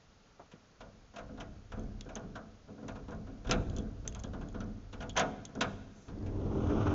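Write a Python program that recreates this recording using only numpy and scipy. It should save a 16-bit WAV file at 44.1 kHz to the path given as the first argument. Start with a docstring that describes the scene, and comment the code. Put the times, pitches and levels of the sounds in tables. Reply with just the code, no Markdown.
"""Two dull taps close by, then a metal pin ticking and scraping in the rusty latch of an old wooden window. The
microphone is close to the hand, in a bare room. Each snap of the pin over rust rings the latch plate; the latch
knocks on the loose sash, which shudders in its frame as the hand leans on it. The latch gives with three loud
clacks, and the window swings open with a growing rumble of dragging wood."""
import sys
import numpy as np
from scipy import signal
from scipy.fft import rfft, irfft
from scipy.io import wavfile
from scipy.ndimage import uniform_filter1d

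SR = 44100
rng = np.random.default_rng(int(sys.argv[2]) if len(sys.argv) > 2 else 0)


def inscribe(sig):
    """Save sig as 16-bit PCM at rate SR to the path in sys.argv[1].

    A 1-D sig is mono; a 2-D sig holds one channel per row.
    Samples are clipped to [-1, 1] before scaling.
    """
    pcm = np.round(np.clip(np.atleast_2d(sig).T, -1, 1) * 32767)
    wavfile.write(sys.argv[1], SR, pcm.astype(np.int16))


N = 306054
TIME = np.arange(N) / SR

# blows on the sash, mostly by the latch; the first, at 0.514 s, is a soft dull tap: (time [s], knock level
# [dB], thud level [dB], crack level [dB])
LATCH_BLOWS = [(0.514, -62, -72, -65.5), (0.804, -51.5, -56.5, -62), (1.136, -57, -57.5, -73),
               (1.159, -47.5, -60, -57), (1.181, -48, -54, -60), (1.284, -58, -48.5, -78),
               (1.373, -51, -63.5, -69), (1.4, -48.5, -46, -54.5), (1.717, -49, -51, -60.5),
               (1.771, -52, -41.5, -75), (2.054, -58, -46, -77), (2.088, -50, -60, -62.5),
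               (2.156, -46, -46, -56.5), (2.23, -59, -45.5, -80), (2.353, -45, -50.5, -58.5),
               (2.678, -58.5, -50, -81), (2.775, -57.5, -50.5, -85), (2.825, -55.5, -45, -77),
               (2.88, -46, -50, -58), (2.953, -52.5, -51, -66.5), (3.08, -51, -45.5, -68.5),
               (3.115, -48.5, -44, -68.5), (3.266, -57.5, -48.5, -73.5), (3.444, -51, -50, -66),
               (3.468, -51, -43, -57.5), (3.491, -39.5, -34, -50), (3.512, -36.5, -32.5, -38.5),
               (3.766, -55.5, -37, -66), (4.048, -56.5, -45, -68.5), (4.148, -52.5, -61, -65),
               (4.237, -52, -43, -79.5), (4.331, -48.5, -42.5, -65), (4.409, -52, -49, -66),
               (4.543, -50, -39, -65.5), (4.602, -49.5, -44.5, -62), (4.926, -53, -47.5, -58.5),
               (5.003, -47.5, -47, -57), (5.02, -47.5, -49, -58), (5.154, -42.5, -49.5, -65),
               (5.164, -32, -43, -38.5), (5.178, -32, -38.5, -41), (5.195, -33, -47.5, -40),
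               (5.208, -37, -54, -52.5), (5.551, -49.5, -39, -70), (5.607, -33, -39, -36.5),
               (6.08, -55, -48.5, -67), (6.26, -77, -48.5, -64), (6.695, -49, -37, -65)]
# a blow's knock, thud, crack and metallic edge: (low edge [Hz], high edge [Hz], trim [dB], rise [s])
BLOW_BANDS = [(500, 1550, -1.5, 0.0042), (106.2, 416, -2, 0.0028), (2030, 3880, 1.5, 0.0044),
              (4560, 6700, -6, 0.0037)]
# modes of the sash and its pane: (frequency [Hz], level [dB], t60 [s])
SASH_MODES = [(96.2, 2, 0.66), (152.6, -5.5, 0.42), (199.8, -1, 1), (217.7, 3, 1), (263.3, 4, 0.58),
              (289.5, -3, 0.99), (385.6, -5, 0.4), (426.5, 0, 0.7), (497, 6, 0.42), (651, 6.5, 0.23),
              (669, 3.5, .45), (734.6, 3, 0.35), (874, -1.5, 0.25), (988.6, 6, 0.17), (1046, 2.5, 0.063),
              (1076, -2.5, 0.32), (1184, -7, 0.42), (1260, -10, 0.15), (1400, 1, 0.18), (1443, 4, 0.21),
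              (1430, -1, 0.17), (1623, -3, 0.13)]
# colour of the struck wood: (frequency [Hz], level [dB])
WOOD_SPECTRUM = [(70, 8.5), (300, -10), (700, -1.5), (1100, -7.5), (1500, 1.5), (1950, -17.5), (2500, -15),
                 (3400, -14), (4100, -15.5), (5000, -19), (6400, 4), (7500, -19)]
# dense wood vibration between the modes: (frequency [Hz], t60 [s])
WOOD_DECAY = [(100, 0.97), (300, 0.57), (700, 0.4), (1500, 0.19), (3000, 0.086), (6500, 0.068)]
# the steel pin on the latch: (time [s], pin level [dB], pitch [Hz], plate level [dB], snap level [dB])
PIN_TICKS = [(1.794, -49.5, 6310, -70.5, -59), (2.009, -41, 5400, -57.5, -35),
             (2.154, -31.5, 6140, -60, -39), (2.881, -43.5, 6050, -70, -46), (3.108, -48.5, 5900, -75, -44),
             (3.511, -24, 6160, -44, -10.5), (3.698, -48, 6230, -66, -42), (3.764, -36.5, 5700, -57.5, -54),
             (3.784, -40, 6200, -56, -38), (4.0763, -22, 6350, -58, -27.5), (4.124, -47, 6400, -68, -42),
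             (4.148, -37, 6470, -60, -41), (4.193, -46, 6360, -71, -45), (4.1987, -42, 6450, -68, -51),
             (4.236, -35.5, 5900, -54, -43), (4.486, -51, 6500, -69, -54), (4.604, -45.5, 5900, -67, -47),
             (5.094, -38.5, 6650, -49.5, -47), (5.173, -21.5, 6000, -38, -26), (5.195, -23, 6580, -42, -44),
             (5.452, -33, 6450, -57.5, -48), (5.552, -44, 5570, -69, -67.5), (6.186, -57, 4740, -77, -55)]
# modes of the pin: (frequency [multiple of its pitch], level [dB], t60 [s])
PIN_MODES = [(.86, -3.5, 0.0024), (1, 7.5, 0.011), (1.1, 6, .006)]
# the hand leaning on the sash: (start [s], hold [s], level [dB])
HAND_PUSHES = [(0.783, .1, -56), (1.19, 0.34, -50.5), (1.7, 0.18, -41.5), (2.146, 0.16, -52),
               (2.834, .56, -49), (3.455, 0.08, -34), (3.66, 0.12, -40.5), (3.964, 0.74, -44),
               (4.892, 0.22, -45.5), (5.528, 0.22, -51), (6.076, .14, -45.5), (6.218, .72, -40.5)]
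# deep sway of the sash: (frequency [Hz], level [dB])
SWAY_SPECTRUM = [(20, -11.5), (37, 10), (47, 0.5), (60, 0.5), (75, -1), (110, -58)]
# the sash shuddering in its frame: (frequency [Hz], level [dB])
SHUDDER_SPECTRUM = [(50, -13.5), (96, 1), (125, -4.5), (220, -8.5), (420, -15), (580, -18.5), (680, -15.5),
                    (900, -30), (1600, -31), (2500, -70)]
# dry wood dragging: (frequency [Hz], level [dB])
RUB_SPECTRUM = [(200, -26), (400, 7), (700, 4.5), (1400, 2.5), (1650, -6.5), (2000, -11.5), (3400, -16),
                (4400, -30), (6400, -23), (7600, -48)]
# modes of the sash once it hangs free: (frequency [Hz], level [dB], t60 [s])
GROAN_MODES = [(97.6, 7, 0.13), (146, -7.5, 0.28), (211, -3, 0.35), (252.7, -8.5, 0.28), (292, 4.5, 0.1),
               (384.5, -6, 0.22)]
# dull taps close to the microphone: (time [s], peak level [dB], upper edge [Hz], t60 [s])
DULL_TAPS = [(0.395, -40.5, 960, 0.15), (0.535, -42, 377, 0.082)]
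# reverberation of the bare room: (frequency [Hz], t60 [s])
ROOM_DECAY = [(100, 1), (500, 0.91), (1500, 1), (3500, 0.84), (7000, 0.88)]
# background hiss at the microphone: (frequency [Hz], level [dB])
AIR_SPECTRUM = [(12, -25.5), (20, 9.5), (245, 1.5), (366, -6), (426, -1), (1020, -9), (1350, -5.5),
                (1650, -11), (1780, -11.5), (2280, -13), (3680, -15), (6230, -15.5), (6710, -15.5),
                (8000, -43.5), (10400, -46.5), (17600, -120)]


def latch_knocks(modes_db=-4, contact_spread_db=2.5, size=36000):
    """Close up, each blow on the sash, mostly by the latch, rings the sash modes and the dense wood between
    them."""
    out, t = np.zeros(N), np.arange(size) / SR
    modes = ring(SASH_MODES, size)
    contact_hz = np.geomspace(200, 7000, 18)
    attack = 1300  # opening samples that set a blow's level
    blows = []
    for noise in dying_noise(WOOD_DECAY, len(LATCH_BLOWS), size):
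        # each point of contact favours other parts of the spectrum
        contact_db = contact_spread_db * rng.standard_normal(len(contact_hz))
        wood = colour(noise, np.transpose([contact_hz, read(WOOD_SPECTRUM, contact_hz) + contact_db]))
        blows.append(unit(wood, attack) + amp(modes_db) * unit(strike(modes), attack))
    blows = np.array(blows) * np.cos(np.pi / 2 * t / t[-1]) ** 2
    for k, (low_hz, high_hz, trim_db, rise_s) in enumerate(BLOW_BANDS):
        parts = band(blows * (1 - np.exp(-t / rise_s)), low_hz, high_hz)
        for (start, knock_db, thud_db, crack_db), part in zip(LATCH_BLOWS, parts):
            levels_db = knock_db, thud_db, crack_db, crack_db  # the metallic edge follows the crack
            add(out, start, amp(levels_db[k] + trim_db) * unit(part, attack))
    return out


def pin_ticks(pin_trim_db=-1, plate_trim_db=-3, snap_trim_db=-6, plate_hz=3330, contact_s=0.00078):
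    """The pin snaps over rust in a brief rough contact; the plate rings and the window recess answers."""
    size = 6000
    out, t = np.zeros(N), np.arange(size) / SR
    for start, pin_db, pitch_hz, plate_db, snap_db in PIN_TICKS:
        rust, scatter, rattle = rng.standard_normal((3, size))
        force = rust * t / contact_s * np.exp(-t / contact_s)
        modes = ring(np.array(PIN_MODES) * [pitch_hz, 1, 1], size=800)
        pin = unit_peak(signal.fftconvolve(force, strike(modes))[:size])
        snap = unit_peak(band(force, 1700, 5700))
        recess = amp(-21) * unit(band(scatter, 6300, 6600, order=1)) * decay(t, t60=0.07)
        plate = band(rattle, plate_hz - 90, plate_hz + 90, order=1) * decay(t, t60=0.081)
        add(out, start, amp(pin_db + pin_trim_db) * (pin + recess))
        add(out, start, amp(snap_db + snap_trim_db) * snap)
        add(out, start, amp(plate_db + plate_trim_db) * unit(plate, size=1300))
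        # the pin skips on over a crumb of rust
        add(out, start + rng.uniform(0.036, 0.042), amp(-59) * pin)
    return out


def sash_shudder(sway_db=-1.5, shudder_db=-3, modes_db=-2, jolt_db=-0.5, push_db=-3.5, thud_share=0.67):
    """Each push sways the loose sash; blows and pushes start small slips that keep its modes rumbling."""
    sway = np.sqrt(sum((amp(db) * swell(start, hold, t60=1.5)) ** 2 for start, hold, db in HAND_PUSHES))
    jolt_power = np.zeros(N)
    for start, knock_db, thud_db, _ in LATCH_BLOWS:
        blow_db = knock_db + thud_share * (thud_db - knock_db)
        jolt_power += (amp(jolt_db + blow_db) * swell(start, hold=0, t60=1.34)) ** 2
    shake = np.sqrt(jolt_power + (amp(push_db) * sway) ** 2)
    slips = grit(per_s=700, spread_db=-1)
    rough = steadied(colour(slips, SHUDDER_SPECTRUM))
    ringing = steadied(colour(rubbed(SASH_MODES, slips), SHUDDER_SPECTRUM))
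    body = steadied(rough + amp(modes_db) * ringing)
    # the lowest mode only sounds fully when the whole sash sways
    lowest = signal.sosfiltfilt(signal.butter(3, 140, fs=SR, output="sos"), body)
    lowest_gain = np.minimum(amp(2) * sway / (shake + 1e-9), 1.25) ** 0.55
    body = body + lowest * (lowest_gain - 1)
    deep = steadied(colour(rng.standard_normal(N), SWAY_SPECTRUM))
    return deep * sway * amp(sway_db) + body * shake * amp(shudder_db)


def window_swing(start_s=6.04, speedup_s=0.866, brake_s=0.14, rub_db=-36, groan_db=-29, catch_db=1.5):
    """Dry wood drags as the sash opens: a dull rush that catches and lets go, over the sash's groan."""
    t = TIME - start_s
    # the sash speeds up evenly, then the hand checks it
    speed = np.maximum(np.minimum(t / speedup_s, 1 - (t - speedup_s) / brake_s), 0)
    catches = amp(catch_db * unit(band(rng.standard_normal(N), 6, 30, order=2)))
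    friction = catches * rng.standard_normal(N)
    rub = steadied(colour(friction, RUB_SPECTRUM))
    groan = steadied(band(rubbed(GROAN_MODES, friction), 30, 1500, order=2))
    return rub * amp(rub_db) * speed ** 1.92 + groan * amp(groan_db) * speed ** 0.98


def dull_taps(low_hz=110, size=8000):
    """Soft dull taps near the microphone, with no ring."""
    out, t = np.zeros(N), np.arange(size) / SR
    for start, peak_db, top_hz, t60 in DULL_TAPS:
        tap = band(rng.standard_normal(size) * decay(t, t60), low_hz, top_hz)
        add(out, start, amp(peak_db) * unit_peak(tap))
    return out


def hand_slide(start_s=5.9, end_s=6.14, level_db=-70):
    """A dry hand shifts its grip over the paint: a faint high hiss that swells and fades."""
    stroke = np.sin(np.pi * np.clip((TIME - start_s) / (end_s - start_s), 0, 1))
    return amp(level_db) * stroke * unit(band(rng.standard_normal(N), 5900, 6600, order=1))


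def bare_room(direct, wet_db=-17.5, build_s=0.0037):
    """The room rings on behind each blow, well below the direct sound at this distance."""
    tail = dying_noise(ROOM_DECAY, count=1, size=40000)[0]
    tail *= 1 - np.exp(-(np.arange(len(tail)) / SR / build_s) ** 2)
    return direct + amp(wet_db) * signal.fftconvolve(direct, tail / np.linalg.norm(tail))[:N]


def room_tone(level_db=-63):
    """Faint steady hiss behind everything."""
    return amp(level_db) * unit(colour(rng.standard_normal(N), AIR_SPECTRUM))


def ring(modes, size):
    """One row for each freely dying mode, as a complex wave."""
    hz, db, t60 = np.transpose(modes)[:, :, None]
    t = np.arange(size) / SR
    return amp(db) * np.exp(2j * np.pi * hz * t) * decay(t, t60)


def strike(waves):
    """A blow starts each mode at a random phase."""
    phases = np.exp(2j * np.pi * rng.random(len(waves)))
    return (phases @ waves).real


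def rubbed(modes, slips):
    """Modes kept ringing by a stream of slips."""
    return signal.fftconvolve(slips, strike(ring(modes, size=30000)))[:N]


def grit(per_s, spread_db):
    """A stream of tiny slips of uneven size."""
    sizes = amp(spread_db * np.minimum(rng.exponential(1, N), 4))
    signs = rng.choice([-1, 1], N)
    return unit(sizes * signs * (rng.random(N) < per_s / SR))


def dying_noise(t60s, count, size):
    """Rows of noise in which each frequency dies at its own speed."""
    hz, t, spectra = signal.stft(rng.standard_normal((count, size)), SR, nperseg=256)
    spectra *= decay(t, read(t60s, hz)[:, None])
    return signal.istft(spectra, SR)[1][:, :size]


def swell(start, hold, t60, rise_s=0.022):
    """Gain that rises from start, holds, then dies away."""
    t = np.maximum(TIME - start, 0)
    return (1 - np.exp(-t / rise_s)) * decay(np.maximum(t - hold, 0), t60)


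def decay(t, t60):
    """Gain that falls 60 dB every t60 seconds."""
    return np.exp(-np.log(1000) * t / t60)


def amp(db):
    """Decibels to gain."""
    return 10 ** (np.asarray(db) / 20)


def unit(x, size=None):
    """Scales to rms 1 over the first size samples."""
    return x / np.sqrt(np.mean(x[:size] ** 2) + 1e-20)


def unit_peak(x):
    """Scales to peak 1."""
    return x / abs(x).max()


def steadied(x, size=5000):
    """Holds the short-time rms at 1."""
    return x / np.sqrt(abs(uniform_filter1d(x ** 2, size)) + 1e-12)


def read(points, hz):
    """Reads a table on a log-frequency axis."""
    table_hz, value = np.transpose(points)
    return np.interp(np.log(hz + 1), np.log(table_hz + 1), value)


def colour(x, points):
    """Filters by a table of (frequency [Hz], level [dB])."""
    hz = np.fft.rfftfreq(len(x), 1 / SR)
    return irfft(rfft(x) * amp(read(points, hz)), len(x))


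def band(x, low_hz, high_hz, order=3):
    """Causal band-pass."""
    return signal.sosfilt(signal.butter(order, [low_hz, high_hz], "band", fs=SR, output="sos"), x)


def add(mix, start, sound):
    """Mixes a sound in at start seconds."""
    part = mix[round(start * SR):][:len(sound)]
    part += sound[:len(part)]


def scene():
    """Latch, sash, hand and room tone from one spot beside the window, in mono."""
    latch = bare_room(latch_knocks()) + pin_ticks()
    return (latch + dull_taps() + sash_shudder() + window_swing() + hand_slide() + room_tone())[None]


def record(dry):
    """A narrow-band microphone: the treble falls off steeply at 7500 Hz."""
    low_pass = signal.firwin(161, 7500, window=("kaiser", 7), fs=SR)
    return signal.oaconvolve(dry, low_pass[None], "same")


dry = scene()
out = record(dry)
inscribe(out)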